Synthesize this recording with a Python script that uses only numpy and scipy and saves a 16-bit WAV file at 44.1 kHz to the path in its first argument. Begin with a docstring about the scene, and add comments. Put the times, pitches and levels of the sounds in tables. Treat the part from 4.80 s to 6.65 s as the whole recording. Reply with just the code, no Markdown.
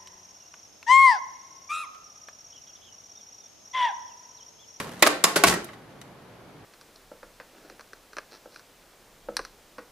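"""The plastic lid of a small printer clacks as a hand lifts it in a quiet room.
The latch snaps free and rebounds, the hinge link clacks over, and the lid hits its stop, scrapes and
settles with a thump. Each impact excites a dense burst of panel modes and a few clear, damped ones.
Sliding plastic rasps by stick-slip friction; the walls add a short reverberation over steady air."""
import sys
import numpy as np
from scipy import signal
from scipy.fft import rfft, irfft, next_fast_len
from scipy.io import wavfile
from scipy.ndimage import uniform_filter1d, map_coordinates

SR = 44100
rng = np.random.default_rng(int(sys.argv[2]) if len(sys.argv) > 2 else 0)


def put_to_file(sound):
    """Save the sound as 16-bit audio at rate SR, in the file named by the first command-line argument."""
    columns = np.atleast_2d(sound).T  # one column per channel
    safe = np.clip(columns, -1, 1)
    whole_steps = np.round(safe * 32767)
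    wavfile.write(sys.argv[1], SR, whole_steps.astype(np.int16))


N = 81585

# impacts of lid and hinge: t/s, rise/s, T60/s, lowest f/Hz, level/dB at each of CLACK_HZ
CLACKS = [(0.0, 0.00092, 0.034, 140, -41.5, -38.5, -35, -39),
          (0.2225, 0.0028, 0.022, 149, -37, -30, -14.5, -10.5),
          (0.225, 0.00032, 0.059, 210, -22.5, -17.5, -11, -30),
          (.262, 0.0041, 0.043, 298, -24, -20, -17, -25.5),
          (0.2714, 0.00088, 0.022, 297, -32, -20, -20.5, -18),
          (0.4394, .0006, 0.012, 150, -36.5, -25.5, -15.5, -10.5),
          (0.4414, 0.0018, 0.05, 162, -27.5, -18.5, -15, -18),
          (.557, 0.0056, 0.087, 136, -30, -22.5, -18.5, -22.5),
          (.637, 0.00031, 0.015, 136.8, -25.5, -16.5, -13.5, -13),
          (0.6392, 0.0013, .055, 140, -24.5, -17.5, -16.5, -21),
          (0.725, 0.00081, 0.021, 201, -39.5, -26.5, -40, -42),
          (0.738, 0.00096, 0.041, 185, -30.5, -34, -30.5, -30)]
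# ticks of loose plastic: t/s, T60/s, level/dB at each of TICK_HZ
TICKS = [(.027, .03, -59, -62, -48), (.079, 0.11, -40, -60, -56), (.193, 0.16, -50, -51.5, -48.5),
         (0.8438, 0.024, -59, -59, -34), (.888, 0.079, -55, -44, -70), (.932, 0.058, -65, -48.5, -60.5),
         (1.105, 0.076, -46, -64, -71), (1.214, 0.033, -63, -47.5, -46.5)]
# resonances of the loose plastic: f/Hz, level/dB
TICK_PEAKS = [(1150, -4.5), (2000, -7.5), (3000, -4.5), (3800, 0), (6000, -9)]
# panel response common to all impacts: f/Hz, gain/dB
PANEL = [(60, -11.5), (170, -6), (330, 1), (600, 1), (850, 0.5), (1100, 1), (2000, 0.5), (3000, -3.5),
         (3600, -4), (4300, -2.5), (5800, -4), (7500, -2), (9000, -3.5), (10700, -1.5), (12300, -8),
         (13500, -4.5), (15500, -17.5)]
# normal modes of each struck part: f/Hz, level/dB, T60/s
LATCH_MODES = [(242, -31, .12), (305, -23, .16), (350, -24, .1), (470, -21, .07), (517, -14, .075),
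               (567, -15, .06), (860, -27, .08), (1055, -18, .075), (1290, -22, .06), (1830, -25, .1),
               (1955, -12.5, .055), (2120, -20, .04), (2405, -19, .07), (2555, -23, .06), (3650, -22, .035)]
REBOUND_MODES = [(295, -24, .16), (620, -24, .08), (1225, -20, .09), (1615, -24, .08)]
LINK_MODES = [(165, -32, .15), (220, -34, .1), (435, -26, .08), (710, -23, .05), (1062, -12, .055),
              (1315, -18, .07), (3600, -23, .03), (5185, -22, .035), (7040, -22, .04)]
HINGE_MODES = [(160, -30, .17), (315, -27, .13), (402, -23, .13), (597, -27, .11), (1480, -28, .07),
               (11200, -28, .03)]
STOP_MODES = [(190, -29, .1), (318, -27, .22), (365, -18, .09), (398, -19, .1), (690, -15, .06),
              (1010, -17, .055), (1105, -20, .08), (1525, -17, .06), (2245, -23, .055), (2720, -22, .04)]
LID_MODES = [(62, -39, .3), (88, -26, .14), (180, -27, .22), (241, -32, .35), (399, -29, .35)]
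STAY_MODES = [(175, -28, .14), (1320, -34, .2), (1588, -37, .2), (1890, -28, .16)]
CATCH_MODES = [(9000, -35, .006), (12800, -28, .008), (13700, -24, .012)]
# envelopes of the sliding hinge and the rubbing lid: t/s, level/dB
SLIDE_ENVELOPE = [(.655, -33.5), (.673, -21), (.686, -17.5), (.70, -26.5), (.73, -31.5), (.78, -62)]
RUB_ENVELOPE = [(0, -31.5), (.06, -43.5), (.12, -43), (.2, -49), (.55, -56), (.8, -60.5), (.95, -57)]
# their friction spectra: f/Hz, relative band level/dB
SLIDE_SPECTRUM = [(40, -26), (90, -9.5), (200, -7), (600, -9.5), (1400, -1.5), (3000, -1.5), (8000, 2.5),
                  (11000, 0.5), (15500, -24)]
RUB_SPECTRUM = [(50, -26), (100, -14), (170, 2.5), (280, -13), (400, -6), (1200, -0.5), (4000, -5.5),
                (12000, -6.5), (15500, -22.5)]
# reverberation of the room: f/Hz, tail energy/dB, T60/s
ROOM = [(60, -8.5, .4), (180, -2.5, 0.34), (400, -2.5, 0.39), (1200, -6.5, 0.42), (3000, -10, 0.43),
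        (7000, -11.5, 0.33), (13780, -17, .27)]
# steady air of the room: f/Hz, band level/dB
AIR_SPECTRUM = [(25, -72), (60, -69), (90, -70), (125, -57.5), (250, -57.5), (600, -57.5), (1200, -60),
                (2500, -64.5), (5000, -68), (8000, -72.5), (12000, -69.5), (15500, -89)]
# when each part is struck: t/s, modes
PARTS = [(.225, LATCH_MODES), (.266, REBOUND_MODES), (.441, LINK_MODES), (.563, HINGE_MODES),
         (.6372, STOP_MODES), (.68, LID_MODES), (.732, STAY_MODES), (.69, CATCH_MODES)]

CLACK_HZ, TICK_HZ = (400, 1400, 4000, 10000), (300, 1990, 11970)
TICK_RISE_S, TICK_LOWEST_HZ = .0006, 118
BANDS_HZ = 31.25 * 2 ** (np.arange(19) / 2)
PLUS_MINUS = np.array([[1], [-1]])


def lid_impacts(resonance):
    """Impact excitation: parts clack and tick; resonance (0-1) sets how much their modes colour it."""
    out = np.zeros((2, N))
    for start, rise, t60, lowest_hz, *levels in CLACKS:
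        _, modes = min(PARTS, key=lambda part: abs(part[0] - start))
        spectrum = list(zip(CLACK_HZ, levels))
        add(out, start, panel_burst(rise, t60, lowest_hz, spectrum, modes, resonance))
    for start, t60, *levels in TICKS:
        spectrum = list(zip(TICK_HZ, levels))
        add(out, start, panel_burst(TICK_RISE_S, t60, TICK_LOWEST_HZ, spectrum, TICK_PEAKS, resonance))
    return out


def panel_burst(rise_s, t60, lowest_hz, spectrum, modes, resonance,
                hold_s=.0024, smooth_hz=150, shelf_db=-12.5, size=8192):
    """Modal overlap: crowded panel modes merge into decaying noise, weak below the lowest mode."""
    t = np.arange(size) / SR
    hz = np.maximum(np.arange(size // 2 + 1) * SR / size, BANDS_HZ[0])
    envelope = np.minimum(t / rise_s, 1) * fade(t - rise_s - hold_s, t60)
    burst = rfft(envelope * rng.standard_normal((2, size)))
    power = uniform_filter1d(abs(burst) ** 2, int(smooth_hz * size / SR), axis=1)
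    ripple = np.sqrt(power / np.sum(envelope ** 2))  # chance peaks of the noise, divided out below
    bass_db = shelf_db / (1 + (hz / lowest_hz) ** 8)
    gain = undb(at(hz, PANEL) + at(hz, spectrum) + bass_db + resonance * resonance_db(hz, modes))
    gain *= np.sqrt(SR / (np.maximum(hz, lowest_hz) * np.log(2)))  # octave level to spectral density
    width = np.sqrt((1 + PLUS_MINUS * direct_coherence(hz)) / 2)
    mid, side = irfft(burst * minimum_phase(gain * width / ripple))
    return np.array([mid + side, mid - side])


def resonance_db(hz, modes, peak_db=10.5, valley_db=-4.5, valley_top_hz=4500):
    """Resonance: the response peaks around a part's main modes and sinks between them."""
    centre_hz, db = np.array(modes, float).T[:2, :, None]
    width_hz = 45 + .03 * centre_hz
    peaks = undb((db - db.max()) / 2) / (1 + ((hz - centre_hz) / width_hz) ** 4)
    return peak_db * peaks.max(axis=0) + valley_db / (1 + (hz / valley_top_hz) ** 2)


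def ringing_parts(gain_db=-1):
    """Free vibration: each struck part rings as a sum of exponentially damped normal modes."""
    out, t = np.zeros((2, N)), np.arange(N) / SR
    for start, modes in PARTS:
        for hz, db, t60 in modes:
            # higher modes reach the two channels further out of phase
            skew = rng.choice([-1, 1]) * np.arccos(direct_coherence(hz)) / 2
            phase = rng.uniform(0, 2 * np.pi) + PLUS_MINUS * skew
            onset = np.sin(np.pi / 2 * np.minimum(t * hz / 2, 1))  # two cycles long
            envelope = undb(db + gain_db) * onset * fade(t, t60)
            add(out, start, envelope * np.sin(2 * np.pi * hz * t + phase))
    return out


def friction(envelope, spectrum, slips_per_s=1200, slip_s=.002, spread_db=3):
    """Stick-slip friction: sliding plastic releases energy in tiny, uneven bursts of noise."""
    t = np.arange(N) / SR
    slips = (rng.random(N) < slips_per_s / SR) * undb(spread_db * rng.standard_normal(N))
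    slip_energy = signal.lfilter([1], [1, -np.exp(-1 / (slip_s * SR))], slips ** 2)
    rasp = np.sqrt(slip_energy) * steady_noise(spectrum, direct_coherence)
    times, db = np.array(envelope).T
    return rasp / rasp.std() * undb(np.interp(t, times, db, left=-np.inf, right=-np.inf))


def reverberation(sound, delay_s=.0088, build_s=.017, wide_hz=810, size=32768):
    """Diffuse field: wall reflections build up and decay by band, coherent only in the bass."""
    t, response = np.arange(size) / SR, 0
    for hz in BANDS_HZ:
        envelope = np.clip((t - delay_s) / build_s, 0, 1) * fade(t, at(hz, ROOM, column=2))
        tail = envelope * band_noise(hz, 1 / (1 + (hz / wide_hz) ** 2), size)
        band_share = hz * np.log(2) / SR
        response += tail * np.sqrt(2 * band_share / np.sum(tail ** 2)) * undb(at(hz, ROOM))
    return signal.fftconvolve(sound, response, axes=1)[:, :N]


def room_air(wide_hz=2500):
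    """Ambient noise: a steady hush whose coherence between channels falls with frequency."""
    return steady_noise(AIR_SPECTRUM, lambda hz: 1 / (1 + hz / wide_hz))


def direct_coherence(hz, floor=.23, wide_hz=2000):
    """Coherence of a close source: the channels are alike in the bass, less so higher up."""
    return np.clip(floor + (1 - floor) / (1 + (hz / wide_hz) ** 2), 0, .995)


def steady_noise(spectrum, coherence):
    """Incoherent addition: independent noise bands sum to a broad spectrum."""
    size = next_fast_len(N)
    return sum(undb(at(hz, spectrum)) * band_noise(hz, coherence(hz), size)[:, :N] for hz in BANDS_HZ)


def band_noise(hz, coherence, size):
    """Partial coherence: common and opposed noise mix into a half-octave stereo band of unit rms."""
    half_octaves = 2 * np.log2(np.maximum(np.arange(size // 2 + 1) * SR / size, 1) / hz)
    passband = np.cos(np.pi / 2 * np.clip(half_octaves, -1, 1))
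    mid, side = irfft(rfft(rng.standard_normal((2, size))) * passband, size)
    common = mid / mid.std() * np.sqrt(1 + coherence)
    opposed = side / side.std() * np.sqrt(1 - coherence)
    return (common + PLUS_MINUS * opposed) / np.sqrt(2)


def minimum_phase(gain):
    """Causality: folding the cepstrum gives the minimum-phase response with these gains."""
    cepstrum = irfft(np.log(gain + 1e-9))
    half = cepstrum.shape[-1] // 2
    cepstrum[..., 1:half] *= 2
    cepstrum[..., half + 1:] = 0
    return np.exp(rfft(cepstrum))


def fade(t, t60):
    """Exponential damping: 60 dB in t60 seconds, from time zero."""
    return np.exp(-np.log(1000) * np.maximum(t, 0) / t60)


def undb(db):
    """Amplitude ratio of a level in decibels."""
    return 10 ** (np.asarray(db) / 20)


def at(hz, table, column=1):
    """Interpolation of a table column over log frequency."""
    rows = np.array(table, float)
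    return np.interp(np.log(hz), np.log(rows[:, 0]), rows[:, column])


def add(out, start_s, sound):
    """Superposition of a sound from a given time."""
    i = int(start_s * SR)
    out[:, i:i + sound.shape[-1]] += sound[..., :N - i]


def scene(left_lag_s=.00003, pan_db=-.4, ring_send_db=-6):
    """Superposition of the printer's direct sound, its reverberant field and the room's air."""
    scrapes = friction(SLIDE_ENVELOPE, SLIDE_SPECTRUM) + friction(RUB_ENVELOPE, RUB_SPECTRUM)
    rings = ringing_parts()
    left, right = lid_impacts(resonance=1) + scrapes + rings
    # a later, weaker left channel places the printer a little to the right
    left = map_coordinates(left, [np.arange(N) - left_lag_s * SR])
    direct = np.array([left, right]) * undb(PLUS_MINUS * pan_db / 2)
    # radiation from all sides feeds the room, so it is less coloured
    radiated = lid_impacts(resonance=.3) + scrapes + undb(ring_send_db) * rings
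    return direct + reverberation(radiated) + room_air()


def record(dry, low_cut_hz=42, top_hz=15850):
    """Band limiting: a high-pass, clipping at full scale, then a steep low-pass."""
    thinned = signal.sosfilt(signal.butter(2, low_cut_hz, "high", fs=SR, output="sos"), dry)
    low_pass = signal.ellip(10, .2, 85, top_hz, fs=SR, output="sos")
    return signal.sosfilt(low_pass, np.clip(thinned, -1, 1))


dry = scene()
out = record(dry)
put_to_file(out)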